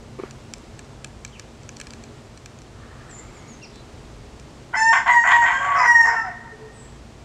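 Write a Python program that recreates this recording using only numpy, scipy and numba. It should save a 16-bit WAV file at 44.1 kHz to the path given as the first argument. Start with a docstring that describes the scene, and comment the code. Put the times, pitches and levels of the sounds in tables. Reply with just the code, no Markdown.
"""A bare wood, heard from one camera microphone. A rooster crows once: four syllables in which its
syrinx flips between a clear tone and a hoarse rasp of irregular pulses. Before it a woodpecker picks
at bark, small birds whistle, others call far off and the camera is bumped twice; two soft coos follow.
Trunks and twigs scatter the birds' sounds over a low, distant rumble."""
import sys
import numpy as np
from scipy import signal
from scipy.fft import rfft, irfft, next_fast_len
from scipy.io import wavfile
from scipy.ndimage import uniform_filter1d, map_coordinates
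from numba import njit

SR = 44100
rng = np.random.default_rng(int(sys.argv[2]) if len(sys.argv) > 2 else 0)


def unload_audio(sound):
    """Save the sound as a 16-bit wav file, at the path given as the first command line argument."""
    columns = np.transpose(np.atleast_2d(sound))
    # keep every value between -1 and 1, then stretch to whole-number steps
    steps = np.round(np.clip(columns, -1, 1) * 32767)
    wavfile.write(sys.argv[1], SR, steps.astype(np.int16))


N = 319284
TIME = np.arange(N) / SR

# Levels in the tables are relative: the mix sets how loud each source is at the microphone.
# the crow's syllables: (time [s], length [s], release [s], overtones [dB], beak resonance [dB])
SYLLABLES = [(4.741, 0.21, 0.025, -36.5, -36.5), (5.048, 0.12, 0.078, -37.5, -48),
             (5.246, 0.087, 0.25, -37, -46), (5.745, 0.34, .055, -43, -32.5)]
# the syrinx locked onto a gliding tone:
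# (time [s], length [s], start pitch [Hz], end pitch [Hz], fundamental [dB], octave [dB], swell [dB/s])
TONES = [(4.75, 0.17, 867.7, 917.6, -21, -19, 69.5), (4.975, 0.042, 913, 912, -32.5, -34.5, -60.5),
         (5.073, 0.16, 976.3, 931.3, -16.5, -14.5, -79.5), (5.308, .14, 953.5, 937.5, -15, -16, 14.5),
         (5.485, .095, 1120, 1067, -28.5, -43, -1.5), (5.595, .185, 1132, 1123, -22.5, -59, 37.5),
         (5.785, 0.076, 1015, 978, -16.5, -21, 2), (5.858, 0.1985, 960, 914.3, -20.5, -14, -5.5),
         (6.06, .15, 941.7, 897.7, -25, -21, -105), (6.228, 0.071, 809, 695, -31.5, -37.5, -28)]
# the syrinx breaking into a rasp: (time [s], length [s], level [dB], upper resonances [dB], swell [dB/s])
RASPS = [(4.732, .024, -20.5, -34, 150.5), (4.922, .058, -14, -22, -91.5), (5.056, .045, -13, -20.5, 28.5),
         (5.233, .092, -13.5, -18.5, 67.5), (5.414, .11, -18, -19, 1.5), (5.55, .185, -24.5, -18.5, 50.5),
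         (5.742, 0.12, -17.5, -25.5, 10), (6.044, .11, -20.5, -30, -20.5), (6.244, 0.044, -32.5, -28, 4)]
# the syrinx's other half: (time [s], length [s], start pitch [Hz], end pitch [Hz], level [dB])
SIDE_TONES = [(4.727, 0.052, 1470, 1633, -32.5), (4.76, 0.033, 2050, 2005, -30.5),
              (5.073, 0.088, 2050, 2003, -23.5), (5.447, 0.063, 1522, 1565, -22.5),
              (5.524, .09, 1620, 1575, -23.5), (5.749, 0.1035, 1306, 1183, -24),
              (5.809, 0.073, 2032, 1996, -26.5), (6.122, 0.15, 1414, 1272, -32.5)]
# the throat's colouring of the overtones: (frequency [Hz], gain [dB])
THROAT = [(2700, 1.5), (3600, -15.5), (4500, -8), (5400, -28), (6400, -1.5), (7500, 4), (8400, -23),
          (9600, -26), (11000, -25), (13500, -53)]
# response of the wide-open beak: (frequency [Hz], gain [dB])
BEAK = [(3000, -44), (4650, -55.5), (5050, 10), (5600, 0.5), (6000, 0.5), (6500, -26), (8800, -36.5),
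        (9500, -18.5), (10500, -30), (11200, -31.5), (13000, -47)]
# main resonances rung by the rasp: (frequency [Hz], width [Hz], gain [dB])
RASP_MODES = [(703, 120, 1), (939, 123, 0), (1109, 162, -1.5), (1314, 89, -9.5), (1531, 210, -1),
              (1804, 110, -0.5), (1975, 74, 0), (2077, 104, -4.5), (2204, 100, -12)]
# upper resonances rung by the rasp: (frequency [Hz], width [Hz], gain [dB])
EDGE_MODES = [(2340, 400, 2.5), (3040, 810, -1.5)]
# treble resonances of the throat: (frequency [Hz], width [Hz], gain [dB])
HISS_MODES = [(4410, 260, -0.5), (6000, 230, 1.5), (7050, 1100, 6), (9300, 810, -23.5)]
# beak taps on bark: (time [s], peak level [dB], treble over middle [dB])
PECKS = [(0.309, -29, 6), (0.5367, -17.5, 11), (0.7918, -25, -1), (1.045, -20, 4), (1.249, -18.5, 1.5),
         (1.396, -23.5, 5.5), (1.691, -23.5, 1.5), (1.768, -26, 8), (1.8, -22, 4), (1.813, -22.5, 4),
         (1.8694, -27.5, 2), (1.906, -26.5, 6.5), (1.935, -26.5, 1.5), (2.038, -32.5, 5), (2.375, -31.5, 5),
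         (2.4588, -27, 3.5), (2.5877, -35, 10), (4.3974, -34.5, 6)]
# bark resonances: (frequency [Hz], t60 [s], level [dB])
BARK_MODES = [(1266, 0.019, -0.5), (1688, .025, 2.5), (2350, 0.024, 4.5), (2606, 0.025, 1.5),
              (3140, 0.013, -0.5), (4400, 0.013, -2), (5680, 0.013, -2.5), (5930, 0.015, -5),
              (7330, 0.01, 2.5)]
# small birds' falling whistles: (time [s], length [s], start pitch [Hz], end pitch [Hz], level [dB],
# bend [exponent], opening up-flick [share of pitch], buzz [share of pitch])
WHISTLES = [(1.322, 0.066, 3550, 2390, -53, 0.65, 0.029, 0.073),
            (3.09, 0.11, 8800, 6900, -50, 0.26, 0, 0.013),
            (3.184, 0.022, 7700, 7020, -45, 0.7, 0.0076, 0.016),
            (3.336, 0.083, 7450, 6240, -59.5, 1.5, 0, .007),
            (3.472, 0.082, 6920, 6040, -53.5, 2, 0.56, 0.0073),
            (3.624, 0.037, 6000, 3930, -48, 2.2, .4, 0.014),
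            (3.616, 0.038, 3000, 2280, -49.5, 1.2, 0.043, 0.043),
            (6.727, .17, 8860, 7720, -55.5, .2, 0.022, .035)]
# two coos after the crow: (time [s], length [s], start pitch [Hz], end pitch [Hz], level [dB])
COOS = [(6.518, 0.032, 443.7, 434, -44.5), (6.582, 0.12, 438.4, 439, -42.5)]
# a nasal peep far off: (time [s], length [s], start pitch [Hz], end pitch [Hz], level [dB])
FAR_PEEP = (3.71, .13, 394, 401, -57)
# course of a hoarse call far off: (time [s], pitch [Hz], level [dB])
FAR_CALL = [(2.7, 1750, -73), (2.8, 1748, -53.5), (3.1, 1793, -53), (3.25, 2167, -54.5),
            (3.44, 2150, -56.5), (3.6, 2090, -64.5)]
# knocks on the camera, the first three merging into one bump: (time [s], level [dB])
KNOCKS = [(0.187, -24.5), (0.1913, -25.5), (0.197, -18), (0.2348, -16.5)]
# resonances of the camera body: (frequency [Hz], t60 [s], level [dB])
CAMERA_MODES = [(384, 0.027, 3), (308, 0.024, -18), (790, 0.01, -5.5), (1160, 0.015, -4.5),
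                (2260, 0.017, -14.5)]
# echoes off nearby trunks and ground: (delay [s], gain [dB])
NEAR_ECHOES = [(.019, -15), (.043, -9), (.071, -24)]
# distant rumble and air hiss: (frequency [Hz], spectral density [dB])
AMBIENCE = [(15, -55.5), (25, -7), (126, -1), (183, -11), (233, -4), (267, -11), (305, -9), (368, -10.5),
            (410, -12), (567, -13.5), (871, -17), (1410, -21.5), (1530, -23), (7700, -32), (15500, -60)]
# tones of a faint hum: (frequency [Hz], level [dB])
HUM = [(56, -50.5), (132, -54.5), (229, -54.5), (415, -58)]


def rooster(jitter=.0022, rasp_jitter=0.041, break_share=0.18):
    """The syrinx sings a clear stack of harmonics, or breaks into pulses that ring the throat."""
    hz, fundamental, octave = tones()
    overtones, beak, husk = syllables()
    rasp, bite = rasps(husk)
    crowing = husk > 0
    chaos = rasp ** 2 / (rasp ** 2 + fundamental ** 2 + octave ** 2 + 1e-18)  # the rasp's share of power
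    cycles = np.cumsum(hz * (1 + jitter * walk(150) + rasp_jitter * chaos * walk(450))) / SR
    phase = 2 * np.pi * cycles
    # the octave fades as it sinks below the throat's main resonance
    octave = octave * gain_at(2 * hz, [(1450, -14), (1740, 0)])
    voice = fundamental * np.sin(phase) + octave * np.sin(2 * phase) * undb(3.5 * walk(45))
    # as the bird tires its pulses alternate strong and weak, adding a tone at half the pitch
    voice += undb(-41) * envelope(5.55, .66, 0.046, 0.036) * np.sqrt(chaos) * np.sin(phase / 2)
    # the high harmonics waver, and mostly dissolve when the voice breaks
    clear = 0.99 * np.exp(-(chaos / break_share) ** 2 / 2)
    for k in range(3, 15):
        strength = beak * gain_at(k * hz, BEAK) + 0.74 * overtones * gain_at(k * hz, THROAT)
        harmonic = np.sin(k * phase + 0.43 * walk(160)) * undb(2.9 * walk(70) - 4.0)
        voice += np.maximum(clear ** (k / 9), 0.28) * strength * harmonic
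    hoarse, edge, hiss, nasal = throat_pulses(cycles, crowing)
    treble = np.sqrt(1 - clear ** 2) * (undb(-5.5) * overtones * hiss + undb(-7.5) * beak * nasal)
    unlocked = np.minimum(4 * chaos, 1) ** .4  # the rasp dies away under a clear tone
    return np.sqrt(2) * voice + unlocked * (undb(-2.0) * rasp * hoarse + bite * edge) + treble


def tones(attack_s=0.026, release_s=.01):
    """The locked syrinx: a pitch sliding from tone to tone, and strength of fundamental and octave."""
    times = np.maximum.accumulate([s + part * length for s, length, *_ in TONES for part in (0, 1)])
    hz = np.interp(TIME, times, np.array(TONES)[:, 2:4].ravel())
    fundamental = octave = 0
    for s, length, _, _, db, octave_db, swell in TONES:
        fundamental = np.maximum(fundamental, undb(db) * envelope(s, length, attack_s, release_s, swell))
        octave_shape = envelope(s, length, attack_s=.04, release_s=.022, swell_db_per_s=0.88 * swell)
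        octave = np.maximum(octave, undb(octave_db) * octave_shape)
    return hz, fundamental, octave


def syllables(attack_s=0.034, husk_db=-39):
    """Each push of air brings overtones, the ring of the open beak and a little husk."""
    overtones = beak = husk = 0
    for s, length, release, overtones_db, beak_db in SYLLABLES:
        push = envelope(s, length, attack_s, release)
        overtones = np.hypot(overtones, undb(overtones_db) * push)
        beak = np.hypot(beak, undb(beak_db) * push)
        husk = np.maximum(husk, undb(husk_db) * push)
    return overtones, beak, husk


def rasps(husk, attack_s=.01, release_s=.012):
    """The breaking syrinx: strength of the rasp, and of its bite on the upper resonances."""
    rasp, bite = husk, husk * undb(-21)
    for s, length, db, edge_db, swell in RASPS:
        burst = undb(db) * envelope(s, length, attack_s, release_s, swell)
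        rasp = np.maximum(rasp, burst)
        bite = np.maximum(bite, undb(edge_db) * burst)
    return rasp, bite


def throat_pulses(cycles, crowing):
    """Pulses come early or late, each with its own strength, and ring the throat and beak."""
    pulses = np.diff(np.floor(cycles + .3 * walk(900)), prepend=0) * (1 + 1.11 * walk(700))
    layers = [ring(pulses, modes) for modes in (RASP_MODES, EDGE_MODES, HISS_MODES)]
    layers.append(colour(pulses, BEAK))
    hoarse, edge, hiss, nasal = (x / np.std(x[crowing]) for x in layers)
    # the membranes can only swing so far, which evens out the rasp
    hoarse = hoarse / (uniform_filter1d(hoarse ** 2, size=400) + .01) ** 0.25
    return butter(hoarse, 10, 650, "high"), edge, hiss, nasal


def ring(x, modes, flicker_db=3.5):
    """Throat resonances of alternating sign, each flickering in level on its own."""
    return sum(undb(db + flicker_db * walk(32)) * resonate(x, hz, width) * (-1) ** k
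               for k, (hz, width, db) in enumerate(modes))


def second_voice():
    """The other half of the syrinx adds short, wavering side tones."""
    voice = sum(note(*row, waver=0.017, waver_hz=250, partials=[(1, 1), (2, 0.11)]) for row in SIDE_TONES)
    return colour(voice, [(3300, 3.0), (3900, -10.5)])


def woodpecker(split_hz=3800, crack_s=0.0012, crumb_db=-20):
    """Each tap cracks the bark and rings a slightly different patch of it; a crumb snaps off after."""
    out, t = np.zeros(N), TIME[:2048]
    hz, t60, db = np.transpose(BARK_MODES)[:, :, None]
    low = hz[:, 0] < split_hz
    spread = np.where(low, .01, .045)[:, None]  # small, high-pitched chips vary most from tap to tap
    nibbles = [(s, -36, 5) for s in rng.uniform(.7, 4.1, size=6)]  # faint pecks between the taps
    for s, peak_db, treble_db in PECKS + nibbles:
        detune, strength, start = rng.standard_normal((3, len(BARK_MODES), 1))
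        phase = 2 * np.pi * (hz * (1 + spread * detune) * t + start)
        rings = undb(db + 2 * strength) * decay(t, t60) * np.sin(phase)
        snap = butter(rng.standard_normal(len(t)), 3, [2500, 8500], "band") * np.exp(-t / crack_s)
        treble = unit(unit(rings[~low].sum(0)) + unit(snap))
        tap = (unit(rings[low].sum(0)) + undb(treble_db) * treble) * np.minimum(t / 0.00086, 1)
        add(out, s, undb(peak_db) * tap / np.abs(tap).max())
        add(out, s + rng.uniform(0.013, 0.058), undb(peak_db + crumb_db) * snap / np.abs(snap).max())
    return colour(out, [(1000, -2.5), (7800, 1.0), (9500, -6.0), (14000, -1)])


def camera_bumps(rub_db=-47):
    """Dull knocks ring the camera body, right at the microphone, with a faint rub of the hand."""
    out, t = np.zeros(N), TIME[:4096]
    knock = sum(undb(db) * decay(t, t60) * np.sin(2 * np.pi * hz * t) for hz, t60, db in CAMERA_MODES)
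    for s, db in KNOCKS:
        add(out, s, undb(db) * knock * np.minimum(t / 0.0027, 1))
    rub = unit(resonate(rng.standard_normal(N), 880, 1950))
    return out + undb(rub_db) * rub * envelope(KNOCKS[0][0], 0.074, 0.003, 0.051)


def coos():
    """Two soft, low notes, almost pure."""
    return sum(note(*row, waver=0.0023, waver_hz=76) for row in COOS)


def small_birds():
    """Thin whistles with a buzz in the pitch, blurred by twigs on the way to the microphone."""
    song = sum(note(*row, arch=.5, waver_hz=400) for row in WHISTLES)
    return song + .42 * thicket(song)


def far_birds():
    """A nasal peep with only its high harmonics, and a hoarse call blurred by distance."""
    peep = note(*FAR_PEEP, partials=[(9, .45), (10, .7), (11, .45)])
    times, pitches, levels = np.transpose(FAR_CALL)
    hz, db = np.interp(TIME, times, pitches), np.interp(TIME, times, levels)
    gate = np.clip(np.minimum(TIME - times[0], times[-1] - TIME) / .004, 0, 1)
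    phase = 2 * np.pi * np.cumsum(hz * (1 + .055 * walk(700))) / SR
    throat = unit(resonate(rng.standard_normal(N), 1270, 470))
    return peep + gate * undb(db) * (0.71 * np.sin(phase) * walk(220) + 0.59 * throat)


def near_trunks(x):
    """The direct sound, then its echoes off trunks and ground near the microphone."""
    out = x.copy()
    for delay_s, db in NEAR_ECHOES:
        add(out, delay_s, undb(db) * x)
    return out


def thicket(x, t60_s=0.4):
    """Twigs close by scatter the treble into a short haze."""
    tail = butter(rng.standard_normal(SR), 2, [2500, 13000], "band") * decay(TIME[:SR], t60_s)
    return signal.fftconvolve(x, tail / np.linalg.norm(tail))[:N]


def forest(x):
    """Diffuse scatter from many trunks; the treble dies first."""
    tail, t = 0, TIME[:2 * SR]
    for band_hz, t60_s in (([200, 1400], 1.325), ([1400, 2400], 1.25), ([2400, 14000], 0.51)):
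        tail += butter(rng.standard_normal(len(t)), 3, band_hz, "band") * decay(t, t60_s)
    tail *= np.minimum(t / 0.0034, 1)
    return signal.fftconvolve(x, tail / np.linalg.norm(tail))[:N]


def background(air_db=-43, hum_fade_db_per_s=0.06):
    """Far rumble and soft air hiss, with a wavering hum."""
    air = unit(colour(rng.standard_normal(N), AMBIENCE)) * undb(air_db + .5 * walk(3.52))
    hum = 0
    for hz, db in HUM:
        level = undb(db + 3.64 * walk(3.15))
        hum += level * np.sin(2 * np.pi * np.cumsum(hz + 2.55 * walk(10)) / SR)
    return air + hum * undb(-hum_fade_db_per_s * (TIME - TIME.mean()))


def note(s, length_s, start_hz, end_hz, db, bend=1, flick=0, waver=0, waver_hz=1, arch=1,
         partials=((1, 1),)):
    """A bird's note in one arch; bend under 1 glides early, over 1 late; partials: (multiple, gain)."""
    out, t = np.zeros(N), TIME[:int(length_s * SR)]
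    progress = t / length_s
    hz = (start_hz + (end_hz - start_hz) * progress ** bend) * (1 - flick * np.exp(-t / .004))
    wobble = np.interp(t * waver_hz, np.arange(N // 40), rng.standard_normal(N // 40))
    phase = 2 * np.pi * np.cumsum(hz * (1 + waver * wobble)) / SR
    tone = sum(gain * np.sin(k * phase) for k, gain in partials)
    add(out, s, np.sqrt(2) * undb(db) * np.sin(np.pi * progress) ** arch * tone)
    return out


def envelope(s, length_s, attack_s, release_s, swell_db_per_s=0):
    """Attack, a hold that swells or sags about its middle, and an exponential release."""
    out, t = np.zeros(N), TIME[:int((length_s + 8 * release_s) * SR)]
    hold = undb(swell_db_per_s * (np.minimum(t, length_s) - length_s / 2))
    add(out, s, np.minimum(t / attack_s, 1) * hold * np.exp(-np.maximum(t - length_s, 0) / release_s))
    return out


def decay(t, t60_s):
    """A fall of 60 dB every t60_s."""
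    return np.exp(-np.log(1000) * t / t60_s)


def walk(rate_hz):
    """Smooth random motion with rms 1."""
    knots = rng.standard_normal(N // 8)[:int(N / SR * rate_hz) + 3]
    return unit(map_coordinates(knots, [TIME * rate_hz], order=2, mode="nearest"))


def gain_at(hz, spectrum):
    """Gain read from a (frequency [Hz], gain [dB]) curve."""
    frequencies, db = np.transpose(spectrum)
    return undb(np.interp(np.log(hz + 1e-3), np.log(frequencies), db))


def colour(x, spectrum):
    """Filter by a (frequency [Hz], gain [dB]) curve."""
    size = next_fast_len(N)
    return irfft(rfft(x, size) * gain_at(np.fft.rfftfreq(size, 1 / SR), spectrum), size)[:N]


def resonate(x, hz, width_hz):
    """A steep resonance: two band-passes in a row."""
    b, a = signal.iirpeak(hz, hz / width_hz, fs=SR)
    return signal.lfilter(b, a, signal.lfilter(b, a, x))


def butter(x, order, hz, kind):
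    """Low-, high- or band-pass with a flat passband."""
    return signal.sosfilt(signal.butter(order, hz, kind, fs=SR, output="sos"), x)


def undb(db):
    """Decibels to gain."""
    return 10 ** (np.asarray(db) / 20)


def unit(x):
    """Scale to rms 1."""
    return x / np.sqrt(np.mean(x ** 2) + 1e-20)


def add(out, s, sound):
    """Mix a sound in at time s."""
    i = int(s * SR)
    out[i:i + len(sound)] += sound[:N - i]


@njit
def follow(x, attack, release):
    """Level detector with separate rates of rise and fall."""
    out, level = np.empty(len(x)), 0.
    for i in range(len(x)):
        level += (abs(x[i]) - level) * (attack if abs(x[i]) > level else release)
        out[i] = level
    return out


def scene():
    """Everything that reaches the microphone among the trees, in mono."""
    crow = undb(2.0) * (rooster() + second_voice())
    crow = butter(crow, 2, 11500, "low")  # air and undergrowth take off the very top
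    birds = coos() + small_birds() + far_birds()
    taps = woodpecker()
    scatter = forest(undb(-19.0) * crow + undb(-11) * birds + undb(-18.5) * taps)
    haze = undb(-4.5) * thicket(crow)
    sources = undb(-1.34) * near_trunks(crow) + undb(3.0) * birds + taps
    return (sources + scatter + haze + camera_bumps() + background())[None]


def record(dry, threshold_db=-17, slope=0.16, attack_s=0.002, release_s=1.0, top_hz=15700):
    """The camera turns its microphone gain down for loud sound and cuts the top."""
    level = follow(dry[0], 1 / (attack_s * SR), 1 / (release_s * SR))
    gain = np.maximum(level / undb(threshold_db), 1) ** -slope
    return signal.sosfilt(signal.ellip(8, .2, 70, top_hz, fs=SR, output="sos"), dry * gain)


dry = scene()
out = record(dry)
unload_audio(out)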